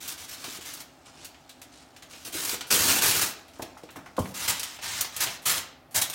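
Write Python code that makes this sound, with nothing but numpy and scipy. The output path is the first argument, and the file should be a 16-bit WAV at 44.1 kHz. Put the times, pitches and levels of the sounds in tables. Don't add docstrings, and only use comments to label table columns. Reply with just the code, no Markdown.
import sys
import numpy as np
from scipy import signal
from scipy.fft import rfft, irfft
from scipy.io import wavfile
from scipy.ndimage import uniform_filter1d

SR = 44100
rng = np.random.default_rng(int(sys.argv[2]) if len(sys.argv) > 2 else 0)


def generate_wav(sig):
    pcm = np.round(np.clip(np.atleast_2d(sig).T, -1, 1) * 32767).astype(np.int16)
    wavfile.write(sys.argv[1], SR, pcm)


N = 270774

# (start [s], length [s], crinkle [dB], swell over the move [dB],
#  flexing of the whole sheet [dB re crinkle], finest creases [dB re crinkle])
HAND_MOVES = [ (0, 0.065, -43.5, 1, -6, -1), (0.074, 0.054, -36.5, -4.5, -8, -0.5),
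              (0.177, 0.074, -44.5, 0, -7, -2.5), (0.275, 0.068, -43.5, 2, -9, -1.5),
              (0.358, 0.071, -51, 7, -3, -5), (0.431, 0.14, -42.5, 0.5, -8, -3),
              (0.603, 0.027, -43.5, -1.5, -19, -4.5), (0.64, 0.18, -38.5, -12.5, -7, -2.5),
              (1.049, 0.052, -49, -7, -0.5, -19), (1.114, .12, -61, 12.5, 0.5, -19),
              (1.243, 0.012, -46, -0.5, -16, 1.5), (1.711, 0.12, -54, -2.5, -12, -23),
              (2.088, 0.15, -49, -4, -7, -4.5), (2.243, 0.037, -40.5, -1, -3.5, 1.5),
              (2.314, .23, -36.5, 2, -6, 1), (2.701, 0.06, -22.5, -1, -4, 2),
              (2.767, 0.22, -25.5, -2, -4, 0.5), (2.876, 0.039, -25, 1, -3.5, -1),
              (3.008, 0.11, -23, -2, -4.5, 0.5), (3.129, 0.067, -28, 0, -4, 1),
              (3.206, 0.031, -25.5, -1.5, -4, 2.5), (3.252, 0.058, -33, -10.5, -27, 2.5),
              (3.553, 0.01, -51, -4, 4, -14), (3.618, .016, -30, -19, 7, -1.5),
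              (3.955, 0.02, -48, -6.5, 15, 2), (4.204, .11, -51.5, -2, -7, 1.5),
              (4.335, 0.12, -41.5, 8, -9.5, 1), (4.473, 0.034, -27, -2, -8, 4),
              (4.504, .26, -37.5, -10, -16, -3), (4.808, 0.21, -36, 1, -10.5, -3.5),
              (5.114, 0.1, -48.5, 12, -10, -5), (5.199, 0.037, -26.5, -1, -10.5, 2.5),
              (5.247, 0.11, -38.5, -8, -4, -1), (5.451, 0.067, -26.5, -0.5, -10, 3.5),
              (5.516, 0.066, -36.5, 4.5, -7, 2), (5.941, 0.042, -30.5, 3, -5.5, 4),
              (6.013, 0.01, -24, -3, -10.5, 4.5), (6.125, .032, -41, 15, -20, 0)]
# (time [s], level [dB], extra treble [dB])
CREASE_SNAPS = [(0.0778, -16, 26), (0.177, -26, 7), (.2845, -34, 10), (.441, -19, 3), (0.735, -19.5, 32),
                (0.8031, -22, 10), (1.2454, -24, 14), (1.344, -35.5, -23), (1.493, -27.5, 3),
                (1.616, -26, 7), (1.963, -30, 1), (2.023, -27.5, -4), (2.132, -28, -17), (2.4491, -13, 20),
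                (2.493, -10.5, 16), (2.6081, -15.5, -5), (2.705, -10, -2), (3.386, -39, 16),
                (3.48, -36, 4.5), (3.534, -36.5, 2), (3.6203, -24.5, -25), (3.7742, -35, 7),
                (3.833, -34, -4), (3.889, -29.5, -41), (3.905, -33, 23), (4.0587, -35, 1),
                (4.166, -25.5, 1), (4.19, -20, 14), (4.3411, -23, 6), (4.4781, -12, 4), (4.5949, -13, 14),
                (4.6312, -12.5, 12), (4.788, -25, -19), (5.009, -4.5, 22.5), (5.045, -16.5, -10),
                (5.1636, -12.5, 18.5), (5.2715, -15, -20), (5.457, -11, 23), (5.9601, -4.5, 22),
                (6.014, -8, 29), (6.0982, -14, 20)]
# (time [s], level [dB], centre of the blow's energy [Hz], thud t60 [s])
# t60 is the time a sound takes to fade by 60 dB.
DULL_KNOCKS = [(.443, -37, 910, 0.14), (.478, -41.5, 330, 0.071), (0.586, -42, 377, 0.17),
               (2.348, -36, 354, 0.23), (2.531, -33, 440, 0.18), (3.595, -29.5, 736, 0.063),
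               (3.624, -44, 169, 0.28), (3.77, -41.5, 1050, 0.16), (3.835, -38, 444, 0.067),
               (3.958, -37.5, 1330, 0.22), (3.974, -38, 219, 0.22), (4.061, -39, 1270, 0.18),
               (4.18, -20, 660, 0.13), (4.183, -21.5, 524, 0.039), (4.191, -18, 142, 0.082),
               (4.255, -35, 1540, .06)]
# (frequency [Hz], level [dB], t60 [s])
PAN_MODES = [(85, 3, 0.39), (150.4, -1, 0.24), (191, -1.5, 0.6), (313, 14, 0.1), (490, 0, 0.1),
             (630, -7.5, 0.14), (714, 3, 0.089), (878, 0, .07), (1082, 11, 0.037), (1430, 3, 0.045)]
# (frequency [Hz], level [dB])
SNAP_COLOUR = [(60, -8), (400, -6), (1000, -1.5), (1900, -2), (2500, 1.5), (6000, -1), (10000, -7),
               (16000, -13)]
# (frequency [Hz], level [dB])
HELD_COLOUR = [(35, -36), (75, 0), (170, -6.5), (240, -5), (360, 0.5), (520, -6.5), (1050, -3.5),
               (1450, 0.5), (1950, -3.5), (2450, 1), (3100, 1), (6500, 0.5), (11000, -2), (16000, -6)]
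ON_PAN_COLOUR = [(35, -39), (75, 10.5), (130, -0.5), (300, -4.5), (470, -4), (670, 2), (1020, 2),
                 (1300, 1.5), (2100, 2), (3200, 3), (6500, 2), (11000, -2.5), (16000, -7.5)]
# (frequency [Hz], t60 [s])
KITCHEN_DECAY = [(100, 0.39), (500, 0.63), (2000, 0.5), (5000, 0.46), (9000, 0.21), (15000, 0.29)]
# (frequency [Hz], level [dB])
HUM_COLOUR = [(30, -7), (80, 0), (115, -6.5), (160, -1.5), (200, -13), (260, 2.5), (310, -3.5), (410, -9.5),
              (500, -10.5), (620, -4), (800, -3.5), (1000, -12.5), (1300, -13.5), (2600, -62.5)]
HISS_COLOUR = [(500, -28), (1300, -6.5), (2200, -10), (4000, -19.5), (8000, -27), (16000, -24)]

LAID_ON_S = 4.3
HELD_DB = -64.5
TOUCH_S, TOUCH_DB = 0.034, -27
ATTACK_S, ATTACK_SHARE, SETTLE_DB_PER_S = 0.005, 0.09, 520
SNAP_T60_S, SNAP_TYPICAL_DB, SNAP_HALVING_DB = 0.11, -21, 29
HUM_DB, HISS_DB = -56, -63.5
CUTOFF_HZ = 16100


def crinkling(flex_hz=1000, fine_hz=8500, gains_db=(2.5, 10, 4.5), patches=6, size=2048):
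    levels = bending()
    clicks = buckles(per_s=2000 * from_db(0.35 * (levels[0] + 38)), spread_db=2.0, even_s=0.026)
    zones = [signal.butter(2, [flex_hz, fine_hz], "band", fs=SR, output="sos"),
             signal.butter(4, flex_hz, "low", fs=SR, output="sos"),
             signal.butter(4, fine_hz, "high", fs=SR, output="sos")]
    drive = clicks * from_db(levels + np.array(gains_db)[:, None])
    patch = rng.integers(0, patches, N)
    out = np.zeros((len(zones), N + size))
    for start in range(0, N, size):
        now = slice(start, start + size)
        colour = HELD_COLOUR if start / SR < LAID_ON_S else ON_PAN_COLOUR
        for k in range(patches):
            ring = sheet_ring(colour, t60=0.03, facet_db=2.0, size=size)
            hits = drive[:, now] * (patch[now] == k)
            rung = signal.fftconvolve(hits, ring[None], axes=1)
            out[:, start:start + rung.shape[1]] += rung
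    return sum(signal.sosfilt(zone, part[:N]) for zone, part in zip(zones, out))


def bending(held_flex_db=-8, held_fine_db=-14):
    t = np.arange(N) / SR
    held_levels = HELD_DB + np.array([[0], [held_flex_db], [held_fine_db]])
    power = (t < LAID_ON_S) * from_db(held_levels) ** 2
    for start, length, db, swell_db, flex_db, fine_db in HAND_MOVES:
        during = slice(*np.searchsorted(t, [start - TOUCH_S, start + length + 0.5]))
        age = t[during] - start
        grip = np.clip(age / (ATTACK_S + ATTACK_SHARE * length), from_db(TOUCH_DB), 1)
        swell = swell_db * np.clip(age / length, 0, 1)
        settling = SETTLE_DB_PER_S * np.maximum(age - length, 0)
        effort_db = db + swell - settling
        power[:, during] += (grip * from_db(effort_db + np.array([[0], [flex_db], [fine_db]]))) ** 2
    return 10 * np.log10(power + 1e-12)


def buckles(per_s, spread_db, even_s):
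    sizes = from_db(spread_db * np.minimum(rng.exponential(1, N), 4)) * rng.choice([-1, 1], N)
    clicks = sizes * (rng.random(N) < per_s / SR)
    power = uniform_filter1d(clicks ** 2, max(int(even_s * SR), 2))
    return clicks / np.sqrt(np.maximum(power, 0) + 0.00044)


def sheet_ring(colour, t60, facet_db, bright_db=0, size=8192, count=30):
    hz, t = bins(size), np.arange(size) / SR
    facet_places = np.linspace(0, np.sqrt(SR / 2), count)
    facets = np.interp(np.sqrt(hz), facet_places, rng.normal(0, facet_db, count))
    shelf = bright_db * hz ** 2 / (hz ** 2 + 7000 ** 2)
    modes = coloured(rng.standard_normal(size), at_hz(colour, hz) + facets + shelf)
    return unit_energy(modes * from_db(-60 * t / max(t60, 0.002)))


def snaps(gain_db=11, give_way_s=0.00048, size=8192):
    out = np.zeros(N)
    rise = 1 - np.exp(-np.arange(size) / SR / give_way_s)
    for s, db, bright_db in CREASE_SNAPS:
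        t60 = SNAP_T60_S * 0.5 ** ((db - SNAP_TYPICAL_DB) / SNAP_HALVING_DB)
        shiver = sheet_ring(SNAP_COLOUR, t60, 1.8, bright_db, size=size)
        add(out, s, from_db(db + gain_db) * unit_energy(rise * shiver))
    return out


def knocks(width_octaves=0.6, ring=0.19, thud=14.3, softness=2.0, size=12288):
    out, t = np.zeros(N), np.arange(size) / SR
    hz, mode_db, t60 = np.array(PAN_MODES).T[:, :, None]
    for s, db, centre_hz, thud_t60 in DULL_KNOCKS:
        reach = np.exp(-0.5 * (np.log2(hz / centre_hz) / width_octaves) ** 2)
        fading = from_db(mode_db - 60 * t / t60)
        modes = reach * fading * np.sin(2 * np.pi * hz * t) * rng.choice([-1, 1], hz.shape)
        colour = [(centre_hz / 6, -10), (centre_hz, 0), (centre_hz * 2, -6), (centre_hz * 8, -30)]
        blow = ring * modes.sum(axis=0) + thud * sheet_ring(colour, thud_t60, 1, size=size)
        contact = signal.butter(4, softness * centre_hz, fs=SR, output="sos")
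        add(out, s, from_db(db) * signal.sosfilt(contact, blow))
    return out


def kitchen(x, wet_db, roam_per_s=11, count=4):
    turn, echoes = np.arange(N) / SR * roam_per_s, 0
    for spot in range(count):
        share = np.maximum(np.cos(2 * np.pi * (turn - spot / count)), 0)
        echoes = echoes + signal.oaconvolve(x * share, room_tail())[:N]
    return x + from_db(wet_db) * echoes


def room_tail(dull_db=-5, first_echo_s=0.0032, size=24576, count=12):
    hz, t = bins(size), np.arange(size) / SR
    centres = np.geomspace(100, 16000, count)
    white, tail = rfft(rng.standard_normal(size)), 0
    for centre, pick in zip(centres, np.eye(count)):
        band = irfft(white * np.interp(np.log(hz), np.log(centres), pick), size)
        tail = tail + band * from_db(dull_db * centre / CUTOFF_HZ - 60 * t / at_hz(KITCHEN_DECAY, centre))
    return unit_energy(tail * (t > first_echo_s))


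def steady(spectrum, db):
    noise = coloured(rng.standard_normal(N), at_hz(spectrum, bins(N)))
    return from_db(db) * np.sqrt(N) * unit_energy(noise)


def from_db(db):
    return 10 ** (np.asarray(db) / 20)


def unit_energy(x):
    return x / np.sqrt(np.sum(x ** 2) + 1e-20)


def bins(size):
    return np.maximum(np.arange(size // 2 + 1) * SR / size, 1)


def at_hz(points, hz):
    points = np.array(points)
    return np.interp(np.log(hz), np.log(points[:, 0]), points[:, 1])


def coloured(x, db):
    return irfft(rfft(x) * from_db(db), len(x))


def add(out, s, sound):
    start = max(round(s * SR), 0)
    out[start:start + len(sound)] += sound[:max(N - start, 0)]


def scene(foil_db=-0.5):
    foil = from_db(foil_db) * (crinkling() + snaps())
    room = kitchen(foil, wet_db=-8) + kitchen(knocks(), wet_db=-13.0)
    return (room + steady(HUM_COLOUR, HUM_DB) + steady(HISS_COLOUR, HISS_DB))[None]


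def record(dry, rumble_hz=52):
    thin = signal.sosfilt(signal.butter(4, rumble_hz, "high", fs=SR, output="sos"), dry)
    return signal.sosfilt(signal.ellip(10, 0.2, 70, CUTOFF_HZ, fs=SR, output="sos"), thin)


dry = scene()
out = record(dry)
generate_wav(out)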